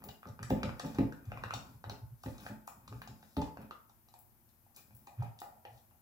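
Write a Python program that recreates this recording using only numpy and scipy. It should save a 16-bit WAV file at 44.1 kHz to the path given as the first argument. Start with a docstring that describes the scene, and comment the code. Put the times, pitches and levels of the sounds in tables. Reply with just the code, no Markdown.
"""Close stereo pair by a wooden table in a small hard-walled room: a thin stick stirs sticky paste in a plastic tub.
Hiss, faint hum and handling rumble (steady noise and sines) run throughout, under a murmur of random slips.
From the start the paste smacks and crackles (noise puffs, coloured grains) and the stick taps and ticks on the
wall (ringing modes, short grit); the base knocks and bumps on the table (table modes, slow low swells).
After four seconds the tub is tipped on its edge: its taps sound narrower and shiver on."""
import sys
import numpy as np
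from scipy import signal
from scipy.fft import rfft, irfft
from scipy.io import wavfile

SR = 44100
rng = np.random.default_rng(int(sys.argv[2]) if len(sys.argv) > 2 else 0)


def log_audio(samples):
    """Write samples as a 16-bit WAV file to the path given in sys.argv[1]."""
    # one column per channel
    frames = np.atleast_2d(samples).T
    # limit to full scale, then quantise
    limited = np.clip(frames, -1, 1)
    pcm = np.round(limited * 32767).astype(np.int16)
    wavfile.write(sys.argv[1], SR, pcm)


N = 265041

# ringing modes of the wooden table top: hz, level_db, t60_s
TABLE_MODES = [(62, -28, 0.09), (81.5, -38, 0.11), (118.7, -12, 0.3), (166.3, 2, 0.05), (216.1, -4, 0.27),
               (255.2, -3.5, 0.11), (283.7, -2.5, 0.091), (343.7, -8.5, 0.066), (378, -4, 0.075),
               (418.2, -8.5, 0.16), (499, -6.5, 0.058), (529.6, -5.5, 0.14), (584, -4, 0.13),
               (698, -2.5, 0.058), (874, 10, 0.11)]
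# ringing modes of the thin plastic tub wall: hz, level_db, t60_s
TUB_MODES = [(580, -13, 0.081), (658, -18, 0.061), (751, -10, 0.021), (828.3, 1.5, 0.057), (924, 3, 0.03),
             (1094, 2, 0.027), (1203, 5.5, 0.026), (1320, -1, 0.038), (1468, 3.5, 0.021),
             (1590, -0.5, 0.041), (1800, -1.5, 0.033), (2054, -4, 0.014), (2278, 1.5, 0.024),
             (2433, 0, 0.043), (2790, -32, 0.043), (2990, -14, 0.031)]


def amp(db):
    """Gain of a level in dB."""
    return 10 ** (np.asarray(db) / 20)


def rms_one(x):
    """Scaled to unit rms."""
    return x / np.sqrt(np.mean(x ** 2) + 1e-20)


def at_hz(points, hz):
    """Reads a table on a log-frequency axis."""
    table_hz, values = np.array(points)[:, 0], np.array(points)[:, 1]
    return np.interp(np.log(np.maximum(hz, 1)), np.log(table_hz), values)


def colour(x, spectrum):
    """Weights a sound by a spectrum in dB."""
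    hz = np.fft.rfftfreq(x.shape[-1], 1 / SR)
    return irfft(rfft(x) * amp(at_hz(spectrum, hz)), x.shape[-1])


def band(x, low_hz, high_hz):
    """Causal band-pass."""
    return signal.sosfilt(signal.butter(2, [low_hz, high_hz], "band", fs=SR, output="sos"), x)


def ringing(modes, seconds):
    """One exponentially decaying sine per mode, one row each."""
    t = np.arange(int(seconds * SR)) / SR
    hz, db, t60 = np.transpose(modes)[:, :, None]
    return amp(db - 60 * t / t60) * np.sin(2 * np.pi * hz * t)


def add(track, sound, start_s, peak_db):
    """Lays a sound on the track from its start time, scaled to its peak level."""
    i = int(start_s * SR)
    scaled = amp(peak_db) * sound / np.abs(sound).max()
    track[i:i + len(sound)] += scaled[:N - i]


def swells(rows):
    """Gain over time: one bell-shaped swell per row of top_s, length_s, level_db."""
    t = np.arange(N) / SR
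    return sum(amp(db - 9.7 * np.minimum((2 * (t - top_s) / length_s) ** 2, 20))
               for top_s, length_s, db in rows)


def diffuse(size):
    """Stereo noise arriving from all round, alike in the bass and nearly unrelated in the treble."""
    # left-right likeness of diffuse sound: hz, likeness (0 to 1)
    likeness = [(100, 0.51), (300, 0.76), (700, 0.073), (2000, 0.069), (15000, 0.024)]
    mid, side = rfft(rng.standard_normal((2, size)))
    alike = np.clip(at_hz(likeness, np.fft.rfftfreq(size, 1 / SR)), 0, 1)
    shared = np.sqrt((1 + alike) / 2) * mid
    opposed = np.sqrt((1 - alike) / 2) * side * [[1], [-1]]
    return irfft(shared + opposed, size)


def room_tone():
    """Steady microphone hiss and air noise with faint hum lines as pure sines."""
    # spectrum of the air and hiss, only its shape counts: hz, relative_db
    hiss_shape = [(15, -42), (25, -19), (118, 0), (146, -20), (238, -16), (273, -25), (339, -12.5),
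                  (410, -23), (831, -17.5), (3700, -33.5), (5880, -30), (8600, -30), (12900, -20),
                  (15200, -21.5), (16500, -42)]
    # hum lines: hz, rms_db
    hum_lines = [(118, -82.5), (232, -81), (335, -92.5)]
    hiss_rms_db = -69
    t = np.arange(N) / SR
    hum = sum(np.sqrt(2) * amp(db) * np.sin(2 * np.pi * hz * t) for hz, db in hum_lines)
    return amp(hiss_rms_db) * rms_one(colour(diffuse(N), hiss_shape)) + hum


def handling():
    """Hands on the recorder: deep band-passed noise, separate in each channel."""
    rms_db, low_hz, high_hz = -69.5, 7.3, 50
    return amp(rms_db) * rms_one(band(rng.standard_normal((2, N)), low_hz, high_hz))


def grains(per_s, spread_db):
    """Stick-slip friction as impulses at random instants, of uneven size and either sign."""
    sizes = amp(spread_db * np.minimum(rng.exponential(1, N), 4)) * rng.choice([-1, 1], N)
    return sizes * (rng.random(N) < per_s / SR)


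def stirring():
    """Dense slips set table and tub murmuring, while the paste crackles as it pulls apart."""
    # strokes of the stick, dragging the table and scraping the wall: top_s, length_s, drag_db, scrape_db
    sweeps = np.array([(0.038, 0.19, -59, -69), (0.58, 0.2, -49, -60), (.92, 0.37, -55, -63.5),
                       (1.365, 0.23, -56, -64), (1.63, 0.26, -58, -72), (2.434, 0.19, -56, -61),
                       (2.975, 0.54, -63.5, -77.5), (3.62, 0.088, -57, -64), (4.78, 0.052, -79, -69),
                       (4.965, 0.29, -73, -98), (5.234, 0.1, -63, -61), (5.496, .15, -75, -81)])
    # swells of crackle in the paste: top_s, length_s, level_db
    tears = [(.9, 0.28, -68), (1.36, 0.21, -77.5), (1.65, 0.27, -74.5), (2.3, 0.17, -67.5),
             (2.46, 0.1, -62), (2.95, 0.14, -73.5), (3.3, 0.33, -75), (4.78, 0.045, -66), (4.95, 0.38, -83),
             (5.75, 0.14, -75.5)]
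    # spectrum of the crackle, only its shape counts: hz, relative_db
    crackle_shape = [(1200, -4), (2000, -26), (3500, -6), (5000, -3.5), (7000, -5), (9000, -8.5),
                     (12000, -11), (16000, -11)]
    table_rest_db, wall_against_table_db = -79, -15.5  # murmur between sweeps
    drag = swells(sweeps[:, [0, 1, 2]]) + amp(table_rest_db)
    scrape = swells(sweeps[:, [0, 1, 3]]) + amp(table_rest_db + wall_against_table_db)
    table_slips = band(grains(300.0, 2.8), 25, 250)
    table = signal.fftconvolve(table_slips, ringing(TABLE_MODES, .5).sum(0))[:N]
    wall = signal.fftconvolve(grains(600.0, 2.2), ringing(TUB_MODES, .1).sum(0))[:N]
    paste = colour(grains(4000.0, 3.8), crackle_shape)
    return drag * rms_one(table) + scrape * rms_one(wall) + swells(tears) * rms_one(paste)


def smacks():
    """Tearing paste gives puffs of top-octave noise that start at once and die within milliseconds."""
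    # bright smacks: start_s, peak_db
    smack_events = [(.0199, -74), (0.039, -38), (.4274, -62), (0.5004, -40.5), (0.795, -60), (.8574, -49),
                    (.9847, -46), (1.5374, -43.5), (1.8961, -45), (2.2335, -49), (2.2648, -50),
                    (2.4064, -49), (2.6726, -41), (3.0165, -49), (3.369, -44), (3.615, -54),
                    (4.1888, -45.5), (4.7633, -42), (4.9492, -46), (4.966, -48), (5.402, -42.5),
                    (5.4125, -48)]
    decay_s = 0.0024
    out, t = np.zeros(N), np.arange(3000) / SR
    noises = rng.standard_normal((len(smack_events), len(t)))
    for (start_s, peak_db), white in zip(smack_events, noises):
        puff = white * (t + 0.0031) * np.exp(-t / decay_s)
        add(out, band(puff, 12500, 21600), start_s, peak_db)
    return out


def taps():
    """Where the stick lands decides which wall modes ring; the contact is a gritty few milliseconds."""
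    # stick on the tub wall: start_s, peak_db, centre_hz of the modes it wakes
    tap_events = [(.021, -45, 805), (.039, -45.5, 790), (.09, -41, 830), (.23, -41, 1300),
                  (.255, -39, 1140), (.288, -47, 813), (.391, -36.5, 830), (0.429, -34.5, 1390),
                  (.504, -26.5, 660), (.631, -25, 1510), (0.692, -31.5, 1270), (.798, -31, 1260),
                  (.847, -39.5, 705), (0.957, -41, 834), (.985, -27.5, 680), (1.123, -38.5, 1510),
                  (1.318, -33, 980), (1.373, -35, 1350), (1.437, -27, 1080), (1.507, -25.5, 1400),
                  (1.536, -30, 900), (1.84, -33, 900), (1.897, -34, 1030), (2.237, -37.5, 845),
                  (2.261, -40, 640), (2.383, -49, 832), (2.464, -31.5, 1210), (2.496, -48, 816),
                  (2.677, -33, 880), (2.878, -43.5, 1090), (2.925, -41, 910), (3.017, -36, 1300),
                  (3.074, -44, 870), (3.228, -49.5, 820), (3.367, -33.5, 637), (3.419, -32, 860),
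                  (3.477, -46, 721), (3.571, -36, 830), (3.709, -33.5, 970), (3.897, -53, 920),
                  (4.085, -59, 920), (4.139, -47.5, 850), (4.664, -60, 750), (4.77, -52, 2420),
                  (4.907, -57, 664), (5.072, -42, 730), (5.222, -36.5, 870), (5.417, -34.5, 864),
                  (5.651, -39.5, 770), (5.91, -58.5, 750)]
    fall_db, tipped_fall_db = 17, 24.5  # per octave away from the centre
    fall_limit_db = 19.0  # far modes are never wholly silent
    tipped_from_s = 4.0  # on its edge the tub sounds narrower
    shiver_db, shiver_decay_s = -23, 0.063
    wall_cut_hz = 610  # the taps carry little bass below this
    mode_hz, modes = np.array(TUB_MODES)[:, 0], ringing(TUB_MODES, .08)
    out, t = np.zeros(N), np.arange(9000) / SR
    luck = rng.standard_normal((len(tap_events), len(mode_hz) + len(t)))
    for (start_s, peak_db, centre_hz), draw in zip(tap_events, luck):
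        tipped = start_s > tipped_from_s
        mode_luck, grit = draw[:len(mode_hz)], draw[len(mode_hz):]
        octaves_away = np.abs(np.log2(mode_hz / centre_hz))
        loss_db = (tipped_fall_db if tipped else fall_db) * octaves_away
        share = amp(-np.minimum(loss_db, fall_limit_db) + 0.55 * mode_luck)
        contact = (0.3 + grit) * t / 0.00091 * np.exp(-t / 0.00085)
        # once tipped, the tub shivers on after each tap
        shiver = tipped * amp(shiver_db) * band(grit * np.exp(-t / shiver_decay_s), 550, 858)
        wall = signal.fftconvolve(contact + shiver, share @ modes)
        add(out, band(wall, wall_cut_hz, 12000), start_s, peak_db)
    return out


def ticks():
    """The stick tip snaps, then leaves grit little over an octave wide that dies within milliseconds."""
    # sharp ticks of the stick tip: start_s, peak_db, centre_hz
    tick_events = [(.0397, -49, 5170), (0.0876, -39, 4000), (.271, -53, 4960), (.287, -51, 5250),
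                   (.429, -36.5, 5900), (0.501, -41, 5130), (.632, -35, 4750), (0.7957, -34.5, 5560),
                   (.864, -42.5, 4440), (.9472, -47.5, 5230), (0.986, -44.5, 4100), (1.124, -49, 5100),
                   (1.254, -54.5, 5740), (1.377, -61, 4090), (1.435, -51, 3320), (1.51, -58, 3330),
                   (1.5382, -30, 4400), (1.84, -48.5, 3170), (1.8966, -33.5, 4260), (2.235, -44, 5770),
                   (2.381, -47, 5170), (2.401, -51, 4370), (2.6753, -40.5, 7500), (2.8778, -45, 4970),
                   (3.018, -48.5, 4320), (3.0754, -42.5, 4600), (3.2264, -57, 3840), (3.3668, -40.5, 3480),
                   (3.4158, -42, 4600), (3.616, -58, 6500), (3.709, -49.5, 3760), (3.8958, -57.5, 5130),
                   (4.086, -57.5, 5070), (4.139, -53.5, 6530), (4.49, -62, 5650), (4.747, -61, 5500),
                   (4.7627, -44, 6740), (5.0702, -50.5, 5670), (5.226, -54, 6530), (5.3892, -43, 4700),
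                   (5.402, -42.5, 7250), (5.6525, -56.5, 3650), (5.777, -59, 4250)]
    decay_s = 0.0035
    snap = 4  # first instant, against the grit that follows
    out, t = np.zeros(N), np.arange(2000) / SR
    noises = rng.standard_normal((len(tick_events), len(t)))
    for (start_s, peak_db, hz), white in zip(tick_events, noises):
        contact = white * np.exp(-t / decay_s) + snap * (t == 0)
        add(out, band(contact, hz / 1.65, hz * 1.375), start_s, peak_db)
    return out


def knocks():
    """The base chatters on the table for a moment; the soft contact drives mainly its low modes."""
    # hard knocks of the base on the table: start_s, peak_db
    knock_events = [(.048, -46), (.253, -43), (.394, -42.5), (.503, -23), (.632, -29.5), (0.834, -31),
                    (.985, -19.5), (1.442, -53.5), (1.534, -43), (1.853, -47.5), (1.909, -42.5),
                    (2.255, -33), (2.495, -38.5), (2.911, -43.5), (3.088, -48.5), (3.367, -22.5),
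                    (3.575, -45), (3.62, -50.5), (5.221, -45)]
    full_rise_s, full_knock_db, rise_share = 0.0014, -21, 0.69  # weaker knocks rise more slowly
    decay_s, rattle_s, contact_cut_hz = 0.059, 0.039, 446
    out, t = np.zeros(N), np.arange(6000) / SR
    body = ringing(TABLE_MODES, .5).sum(0)
    soft_contact = signal.butter(3, contact_cut_hz, fs=SR, output="sos")
    rattle_end = amp(-40 * np.clip(t / rattle_s - .7, 0, 9))
    noises = rng.standard_normal((len(knock_events), len(t)))
    for (start_s, peak_db), white in zip(knock_events, noises):
        rise_s = full_rise_s * amp(rise_share * (full_knock_db - peak_db))
        chatter = white * np.abs(white)  # squared size makes it spikier
        force = chatter * np.exp(-t / decay_s) * np.clip(t / rise_s, 0, 1) * rattle_end
        force = signal.sosfilt(soft_contact, force)
        add(out, signal.fftconvolve(band(force, 57, 4400), body), start_s, peak_db)
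    return out


def bumps():
    """A low bending of the table: a few cycles rising a little in pitch, over a dull rumble, in a bell swell."""
    # soft bumps: top_s, peak_db, width_s
    bump_events = [(0.1, -46, 0.025), (.305, -39, 0.022), (0.441, -41.5, .089), (0.522, -30, 0.037),
                   (0.685, -34, 0.084), (1.026, -35, 0.087), (1.286, -34.5, 0.038), (1.37, -42.5, 0.15),
                   (1.463, -39.5, 0.038), (1.563, -39.5, .055), (1.764, -47.5, 0.029),
                   (1.886, -40.5, 0.068), (2.043, -38, 0.044), (2.131, -44, 0.036), (2.287, -39.5, 0.072),
                   (2.521, -46, 0.071), (2.944, -41, 0.093), (3.11, -45.5, 0.05), (3.401, -38.5, 0.045),
                   (3.618, -52, .08), (4.953, -52.5, 0.071), (5.207, -28.5, 0.042), (5.284, -43.5, 0.065),
                   (5.721, -55, .14)]
    middle_hz, spread_hz, thud_db = 114.5, 6.4, -10
    out, t = np.zeros(N), np.arange(-4000, 4000) / SR  # time from the top
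    rumbles = rms_one(band(rng.standard_normal((len(bump_events), len(t))), 60.6, 108))
    luck = rng.uniform(-0.94, 1, (len(bump_events), 2))
    for (top_s, peak_db, width_s), (turn, spot), rumble in zip(bump_events, luck, rumbles):
        hz = middle_hz + spread_hz * spot
        cycles = turn + hz * t * (1 + 1.43 * np.clip(t, -width_s, width_s))
        wave = np.sin(2 * np.pi * cycles) + amp(thud_db) * rumble
        swell = amp(-12 * (2 * t / width_s) ** 2)
        add(out, wave * swell, top_s + t[0], peak_db)
    return out


def room(x):
    """Wall reflections as diffuse noise that dies band by band, setting in a few milliseconds late."""
    # reverberation time of the room: hz, t60_s
    room_t60 = [(100, 0.35), (400, 0.42), (1000, 0.51), (3000, 0.32), (7000, 0.38), (15000, 0.37)]
    # reflections against the sound sent into the room: hz, level_db
    room_level = [(100, 5.5), (400, 7), (1000, 6.5), (3000, 8), (7000, 7.5), (15000, 7)]
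    delay_s, rise_s = .003, 0.0016
    t, tail = np.arange(SR * 3 // 4) / SR, 0
    edges = 50 * 2 ** np.arange(0, 8.6, .5)  # half-octave bands, Hz
    white = diffuse(len(t))
    for low, high in zip(edges, edges[1:]):
        hz = np.sqrt(low * high)
        fall = np.clip((t - delay_s) / rise_s, 0, 1) * amp(-60 * t / at_hz(room_t60, hz))
        level = amp(at_hz(room_level, hz)) / np.sqrt(np.sum(fall ** 2))
        tail = tail + band(white, low, high) * fall * level
    return signal.fftconvolve(x[None], tail, axes=1)[:, :N]


def scene():
    """Direct sound reaches the right microphone first; each group of sounds has its own reflections."""
    left_lag = 8  # samples
    parts = [taps(), ticks() + smacks(), knocks() + stirring()]
    tub = sum(parts) + bumps()
    late_tub = np.r_[np.zeros(left_lag), tub[:-left_lag]]
    direct = np.array([late_tub, tub])
    # the reflected bumps are drawn afresh, with their own phases and pitches
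    reflections = sum(room(part) for part in parts) + amp(-5) * room(bumps())
    return direct + reflections + room_tone() + handling()


def record(dry):
    """The left microphone is brighter than the right; the deep bass rolls off and the top is cut."""
    # left microphone against right: hz, difference_db
    left_over_right = [(100, 0), (1000, .5), (2000, 2.5), (4000, 4.5), (8000, 3), (12000, 9)]
    bass_cut_hz, top_cut_hz = 50, 16600
    left_tilt = [(hz, db / 2) for hz, db in left_over_right]
    right_tilt = [(hz, -db) for hz, db in left_tilt]
    both = np.array([colour(dry[0], left_tilt), colour(dry[1], right_tilt)])
    both = signal.sosfilt(signal.butter(3, bass_cut_hz, "high", fs=SR, output="sos"), both)
    return signal.sosfilt(signal.cheby2(14, 60, top_cut_hz, fs=SR, output="sos"), both)


dry = scene()
out = record(dry)
log_audio(out)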